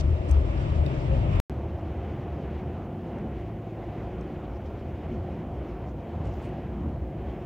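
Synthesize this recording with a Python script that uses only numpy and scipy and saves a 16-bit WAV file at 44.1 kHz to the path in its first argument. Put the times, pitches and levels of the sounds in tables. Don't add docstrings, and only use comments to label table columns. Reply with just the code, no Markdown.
import sys
import numpy as np
from scipy import signal
from scipy.fft import rfft, irfft, next_fast_len
from scipy.io import wavfile
from scipy.ndimage import uniform_filter1d, map_coordinates

SR = 44100
rng = np.random.default_rng(int(sys.argv[2]) if len(sys.argv) > 2 else 0)


def volts_from_decibels(level):
    exponent = np.asarray(level, float) / 20
    return 10 ** exponent


def transcribe(u):
    v = np.clip(np.atleast_2d(u).T, -1, 1)
    q = np.round(v * 32767).astype(np.int16)
    wavfile.write(sys.argv[1], SR, q)


N = 328881
T = np.arange(N) / SR

# start in seconds, end in seconds.
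SPANS_S = [(0, 1.4005), (1.4972, 7.46)]
# time in seconds, centre pitch in Hz, level in dB.
BOOM = [
    [(0, 66.8, -30.5), (.09, 64, -23), (.23, 72, -35.5), (.32, 72.1, -23), (.52, 64, -24.5),
     (.66, 81.6, -31.5), (.78, 78.5, -22), (.92, 90.5, -34.5), (1.1, 80.5, -26), (1.24, 72, -30),
     (1.34, 88, -25), (1.4, 81.6, -24)],
    [(1.5, 74.2, -36), (1.84, 76.4, -35.5), (2.42, 75, -39), (2.75, 81.4, -37.5), (2.95, 89.8, -43.5),
     (3.2, 67.3, -43.5), (3.35, 67.6, -38.5), (3.62, 90, -49), (4, 56.2, -41.5), (4.35, 72.7, -40),
     (4.6, 66.7, -38), (4.92, 84.8, -36.5), (5.04, 74.6, -41), (5.2, 80.5, -32.5), (5.35, 73.9, -40),
     (5.6, 65, -37.5), (5.82, 64, -41), (6.0, 73, -37), (6.09, 73, -43), (6.3, 65.8, -31.5), (6.5, 68, -44),
     (7.0, 69.8, -32), (7.14, 59.8, -45), (7.3, 68.4, -37), (7.46, 79.5, -48)],
]
# centre firing rate in Hz, level in dB before load.
ENGINE = [(60.7, -47), (54.42, -45.5)]
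# multiple of the firing rate, relative level in dB.
ORDERS = [(1, -9), (2, 0), (3, -7), (4, -10), (6, -10)]
# time in seconds, change of all orders in dB.
LOAD_DB = [(0, 6.5), (3.1, 0), (3.4, 7), (4.1, 5), (4.4, -10), (7.46, 4.5)]
# time in seconds, level of the wind hiss in dB.
ROAD_DB = [
    [(0, -55), (.22, -55.5), (.32, -53.5), (1.1, -53), (1.38, -52)],
    [(1.5, -56.5), (1.85, -59), (2.05, -56.5), (2.2, -58.5), (2.35, -57), (2.75, -58), (2.97, -61.5),
     (3.15, -57), (3.6, -61.5), (4.0, -57.5), (4.4, -59), (4.55, -60), (5.0, -60), (5.14, -57.5),
     (5.4, -60), (5.7, -58.5), (5.95, -61.5), (6.1, -58.5), (6.4, -57), (7.1, -63), (7.3, -58.5),
     (7.46, -59)],
]
# rumble in dB, tyre roar in dB, trim rustle in dB.
FOLLOW_DB = [(-31.5, -36.5, -65), (-39.5, -40, -71)]
# rumble in dB/dB, roar in dB/dB, rustle in dB/dB.
GROWTH = [(1.24, 0.9, 0.6), (0.38, 0.61, 1)]
# middle in seconds, 1/e half-width in seconds, lift of the rumble in dB.
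BUMPS = [(0.082, 0.054, 1.5), (0.56, .06, 0), (0.858, 0.11, 3), (1.228, 0.15, 3), (3.23, .06, 5),
         (4.334, 0.03, 5.5), (5.137, 0.067, 5.5), (5.655, 0.03, 2), (6.23, 0.065, 2), (6.328, 0.021, 0.5),
         (6.86, 0.083, 7.5)]
# rumble in dB, roar in dB.
DRIFT_DB = (1.5, 0.38)
# frequency in Hz, relative density in dB.
RUMBLE_COLOUR = [
    [(12, -38), (20, -22), (50, 1), (70, 3), (144, -7.5), (166, -13), (189, -20), (236, -17), (300, -33.5),
     (390, -53.5), (660, -120)],
    [(12, -71), (20, -34.5), (27, -30), (41, -22.5), (65, -8), (155, -5.5), (182, -8.5), (211, -4.5),
     (274, -6), (300, 3), (390, -37), (660, -120)],
]
ROAR_COLOUR = [
    [(76, -26.5), (130, -19), (162, -26), (188, -11.5), (237, -17), (308, -12), (364, -14), (458, -20.5),
     (542, -16.5), (635, -16), (759, -25.5), (936, -26.5), (1070, -30), (1200, -30), (1600, -41),
     (2080, -74), (3520, -120)],
    [(76, -40), (130, -20), (155, -21.5), (184, -16.5), (211, -9), (274, -14.5), (364, -0.5), (384, -7.5),
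     (404, -9), (435, -12), (537, -11), (628, -14), (691, -9.5), (870, -19), (1600, -30), (2080, -53),
     (3520, -120)],
]
HISS_COLOUR = [
    [(470, -37.5), (800, -6), (941, -1), (1610, -7), (1800, -8.5), (2780, -12), (3570, -16), (3940, -19),
     (5120, -25), (6170, -28), (7910, -31.5), (9420, -40.5), (10800, -48), (11900, -43.5), (15700, -48.5)],
    [(470, -36), (800, -14.5), (1120, -20), (1220, -27), (1350, -4), (1820, -9.5), (2490, -13.5),
     (2750, -15.5), (3000, -15), (4630, -34), (6730, -42), (8320, -51), (12500, -52.5), (15100, -48),
     (15700, -49)],
]
SELF_DB = (-76.5, -77)
# start in seconds, level in dB, pitch of strongest ringing in Hz, spread in octaves,
# crack peak in dB relative to that level.
TICKS = [(0.3118, -39, 7200, 0.33, -8), (.577, -52, 4630, .2, -12), (0.8630, -43, 3700, .5, -8),
         (.898, -62, 10800, .15, 4), (1.3580, -46, 2700, .5, -3), (3.1866, -65.5, 6300, .4, -6),
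         (4.211, -58, 6360, .4, -4), (6.338, -62, 6000, .5, -2), (6.4894, -66, 8000, 0.45, -1)]
# frequency in Hz, t60 in seconds.
TRIM_MODES = [(2600, .02), (3680, .035), (4700, .018), (5400, .024), (6250, .016), (8050, .014),
              (9400, .012), (12300, .018)]
# middle in seconds, half-length in seconds,
# level in dB before grain and fade, low edge in Hz, high edge in Hz.
SCUFFS = [(.005, 0.018, -46.5, 2014, 6940), (0.295, 0.018, -60, 2946, 9400),
          (0.948, 0.016, -64, 3500, 6450), (1.339, .2, -58, 2250, 3000), (4.447, .025, -63, 1400, 3800),
          (4.557, 0.032, -73, 4600, 6000), (4.668, 0.03, -68.5, 1600, 6000),
          (5.133, 0.063, -75, 3000, 6450), (5.698, 0.048, -74, 3000, 6450), (5.888, 0.046, -73, 4000, 6900),
          (6.264, 0.035, -70, 3500, 8500), (6.35, .16, -73, 3500, 7000), (6.443, 0.055, -71, 3000, 10500),
          (6.38, .14, -80, 13100, 15700)]
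# start in seconds, length in seconds.
HOOT_SPAN_S = (1.1, .08)
# start pitch in Hz, rise in Hz, level in dB.
HOOT = (535, 50, -31)
# frequency in Hz, gain of the unshared sound in dB.
APART_DB = [
    [(60, -21), (130, -26.5), (290, -24.5), (640, -4.5), (1410, -2), (3100, 2), (6820, -4), (15000, -3)],
    [(1000, -77), (1800, -31), (2600, -35), (3300, -52), (4200, -11.5), (6800, -7), (7600, -13),
     (8800, -17), (9500, -10), (10500, -17), (12500, -20), (13500, -8), (16000, -4)],
]
# frequency in Hz, left minus right in dB.
LEAN_DB = [
    [(60, 4.0), (150, 4.0), (380, 1), (950, 2.5), (2380, -3.5), (5980, -1.5), (15000, 0.5)],
    [(3000, 0), (4400, -2.5), (8000, -4.5), (15000, -3.5)],
]
LEAD_S = (.00038, 0)


def unit(x):
    return x / np.sqrt(np.mean(x ** 2) + 1e-20)


def along(points, hz):
    f, v = np.transpose(points)
    return np.interp(np.log(hz + 1), np.log(f + 1), v)


def curves(rows):
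    s, *cols = np.transpose(rows)
    return [np.interp(T, s, c) for c in cols]


def wobble(rate_hz):
    return map_coordinates(rng.standard_normal(int(N * rate_hz / SR) + 4), [T * rate_hz])


def filtered(x, response):
    m = next_fast_len(N + 8192)
    return irfft(rfft(x, m) * response(np.fft.rfftfreq(m, 1 / SR)), m)[..., :N]


def band_passed(x, low_hz, high_hz):
    sos = signal.butter(4, [low_hz, high_hz], "band", fs=SR, output="sos")
    return signal.sosfilt(sos, x)


def rush(colour, low_hz, high_hz, patchy_db, even):
    z = signal.stft(rng.standard_normal((2, N)), nperseg=512)[2]
    field = uniform_filter1d(rng.standard_normal(z.shape[1:]), size=8, axis=0)
    field = uniform_filter1d(field, size=12, axis=1)
    pair = signal.istft(z * volts_from_decibels(patchy_db * unit(field)), nperseg=512)[1][:, :N]

    def response(hz):
        below = 1 / (1 + (hz / high_hz) ** 8)
        above = 1 / (1 + (low_hz / (hz + 1)) ** 8)
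        return volts_from_decibels(along(colour, hz)) * np.sqrt(below * above)

    pair = filtered(pair, response)
    power = np.abs(uniform_filter1d(pair ** 2, size=SR // 16, axis=1)) + 1e-20
    return unit(pair / power ** (even / 2))


def cab_boom(k):
    boom_hz, boom_db = curves(BOOM[k])
    phase = 2 * np.pi * np.cumsum(boom_hz + 7 * wobble(10)) / SR
    phase -= phase[round(SPANS_S[k][1 - k] * SR)]
    boom = -np.sqrt(2) * np.cos(phase) * volts_from_decibels(2.7 * wobble(14))
    shake = rush(RUMBLE_COLOUR[k], 10, 76.7, patchy_db=0.0, even=0.47)
    return volts_from_decibels(boom_db) * (volts_from_decibels(-3.0) * boom * [[1], [0]] + volts_from_decibels(-1.0) * shake)


def diesel(k):
    firing_hz, level_db = ENGINE[k]
    level_db = level_db + curves(LOAD_DB)[0]
    phase = 2 * np.pi * np.cumsum(firing_hz + 0.304 * wobble(1.535)) / SR
    tone = np.zeros(N)
    for multiple, order_db in ORDERS:
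        gain = volts_from_decibels(level_db + order_db + 1.5 * wobble(1.2))
        tone += gain * np.sin(multiple * phase + rng.uniform(0, 7))
    return tone * [[1], [0]]


def jolts_db():
    return sum(lift_db * np.exp(-((T - s) / width_s) ** 2) for s, width_s, lift_db in BUMPS)


def floor_rumble(k, rumble_db, jolt_db):
    level_db = rumble_db + jolt_db + DRIFT_DB[0] * wobble(9)
    return volts_from_decibels(level_db) * rush(RUMBLE_COLOUR[k], 107.3, 207.3, patchy_db=0.2, even=0.55)


def tyre_roar(k, roar_db, jolt_db, texture):
    level_db = roar_db + 0.13 * jolt_db + DRIFT_DB[1] * wobble(5.8) + 0.078 * texture
    return volts_from_decibels(level_db) * rush(ROAR_COLOUR[k], 213, 1445, patchy_db=-1.35, even=0.62)


def wind_hiss(k, hiss_db, texture):
    level_db = hiss_db + 0.95 * texture + 0.33 * wobble(35)
    return volts_from_decibels(level_db) * rush(HISS_COLOUR[k], 1730, 3260, patchy_db=0.9, even=0)


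def trim_rustle(k, rustle_db, texture):
    level_db = rustle_db + 0.34 * texture + 1.2 * wobble(30)
    return volts_from_decibels(level_db) * rush(HISS_COLOUR[k], 4430, 8000, patchy_db=1.0, even=0)


def drive(k):
    hiss_db, = curves(ROAD_DB[k])
    swell_db = hiss_db - np.mean(ROAD_DB[k], axis=0)[1]
    rumble_db, roar_db, rustle_db = [db + grow * swell_db for db, grow in zip(FOLLOW_DB[k], GROWTH[k])]
    jolt_db = jolts_db()
    texture = wobble(11)
    pair = cab_boom(k) + diesel(k)
    pair += floor_rumble(k, rumble_db, jolt_db)
    pair += tyre_roar(k, roar_db, jolt_db, texture)
    pair += wind_hiss(k, hiss_db, texture)
    pair += trim_rustle(k, rustle_db, texture)
    return pair + microphone_hiss(k)


def trim_ticks():
    out, t = np.zeros((2, N + SR)), np.arange(SR // 8) / SR
    for s, level_db, peak_hz, spread_oct, crack_db in TICKS:
        noise = rng.standard_normal((2, len(t))) * volts_from_decibels(-60 * t / 0.015)
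        crack = band_passed(noise, 4500, 15500)
        ring = np.zeros((2, len(t)))
        for hz, t60_s in TRIM_MODES:
            strength = np.exp(-(np.log2(hz / peak_hz) / spread_oct) ** 2)
            mode = np.sin(2 * np.pi * (hz * t + rng.random((2, 1))))
            ring += strength * volts_from_decibels(-60 * t / t60_s) * mode
        tick = ring + volts_from_decibels(crack_db) * crack / np.abs(crack).max()
        out[:, round(s * SR):][:, :len(t)] += volts_from_decibels(level_db) * tick
    return out[:, :N]


def scuffs():
    out, grain = np.zeros((2, N)), volts_from_decibels(2.2 * wobble(200))
    for s, half_s, level_db, low_hz, high_hz in SCUFFS:
        near = np.abs(T - s) < half_s
        rub = unit(band_passed(rng.standard_normal((2, SR // 2)), low_hz, high_hz))[:, :near.sum()]
        fade = np.cos(np.pi / 2 * (T[near] - s) / half_s) ** 2
        out[:, near] += volts_from_decibels(level_db) * rub * grain[near] * fade
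    return out


def hoot():
    (start_s, length_s), (hz, rise_hz, level_db) = HOOT_SPAN_S, HOOT
    u = np.clip((T - start_s) / length_s, 0, 1)
    tone = np.sin(2 * np.pi * np.cumsum(hz + rise_hz * u ** 2) / SR)
    return volts_from_decibels(level_db) * np.sin(np.pi * u ** 0.68) * tone * [[1], [0]]


def microphone_hiss(k):
    return volts_from_decibels(SELF_DB[k]) * rush(HISS_COLOUR[k], 8000, 20000, patchy_db=-0.5, even=0)


def wide(pair, k):
    mid = pair[0]
    side = filtered(pair[1], lambda hz: volts_from_decibels(along(APART_DB[k], hz)))

    def tilt(hz):
        gain = volts_from_decibels(np.outer([.5, -.5], along(LEAN_DB[k], hz)))
        return gain * np.exp(1j * np.pi * LEAD_S[k] * np.outer([1, -1], hz))

    return filtered(np.array([mid + side, mid - side]), tilt)


def scene():
    small = trim_ticks() + scuffs() + hoot()
    out = np.zeros((2, N))
    for k, (start_s, end_s) in enumerate(SPANS_S):
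        out += wide(drive(k) + small, k) * ((T >= start_s) & (T < end_s))
    return out


def top_cut(x):
    return signal.sosfilt(signal.butter(12, 16800, fs=SR, output="sos"), x)


def record(dry):
    kept = filtered(dry, lambda hz: 1 / np.sqrt(1 + (hz / 15750) ** 200))
    return top_cut(kept)


dry = scene()
out = record(dry)
transcribe(out)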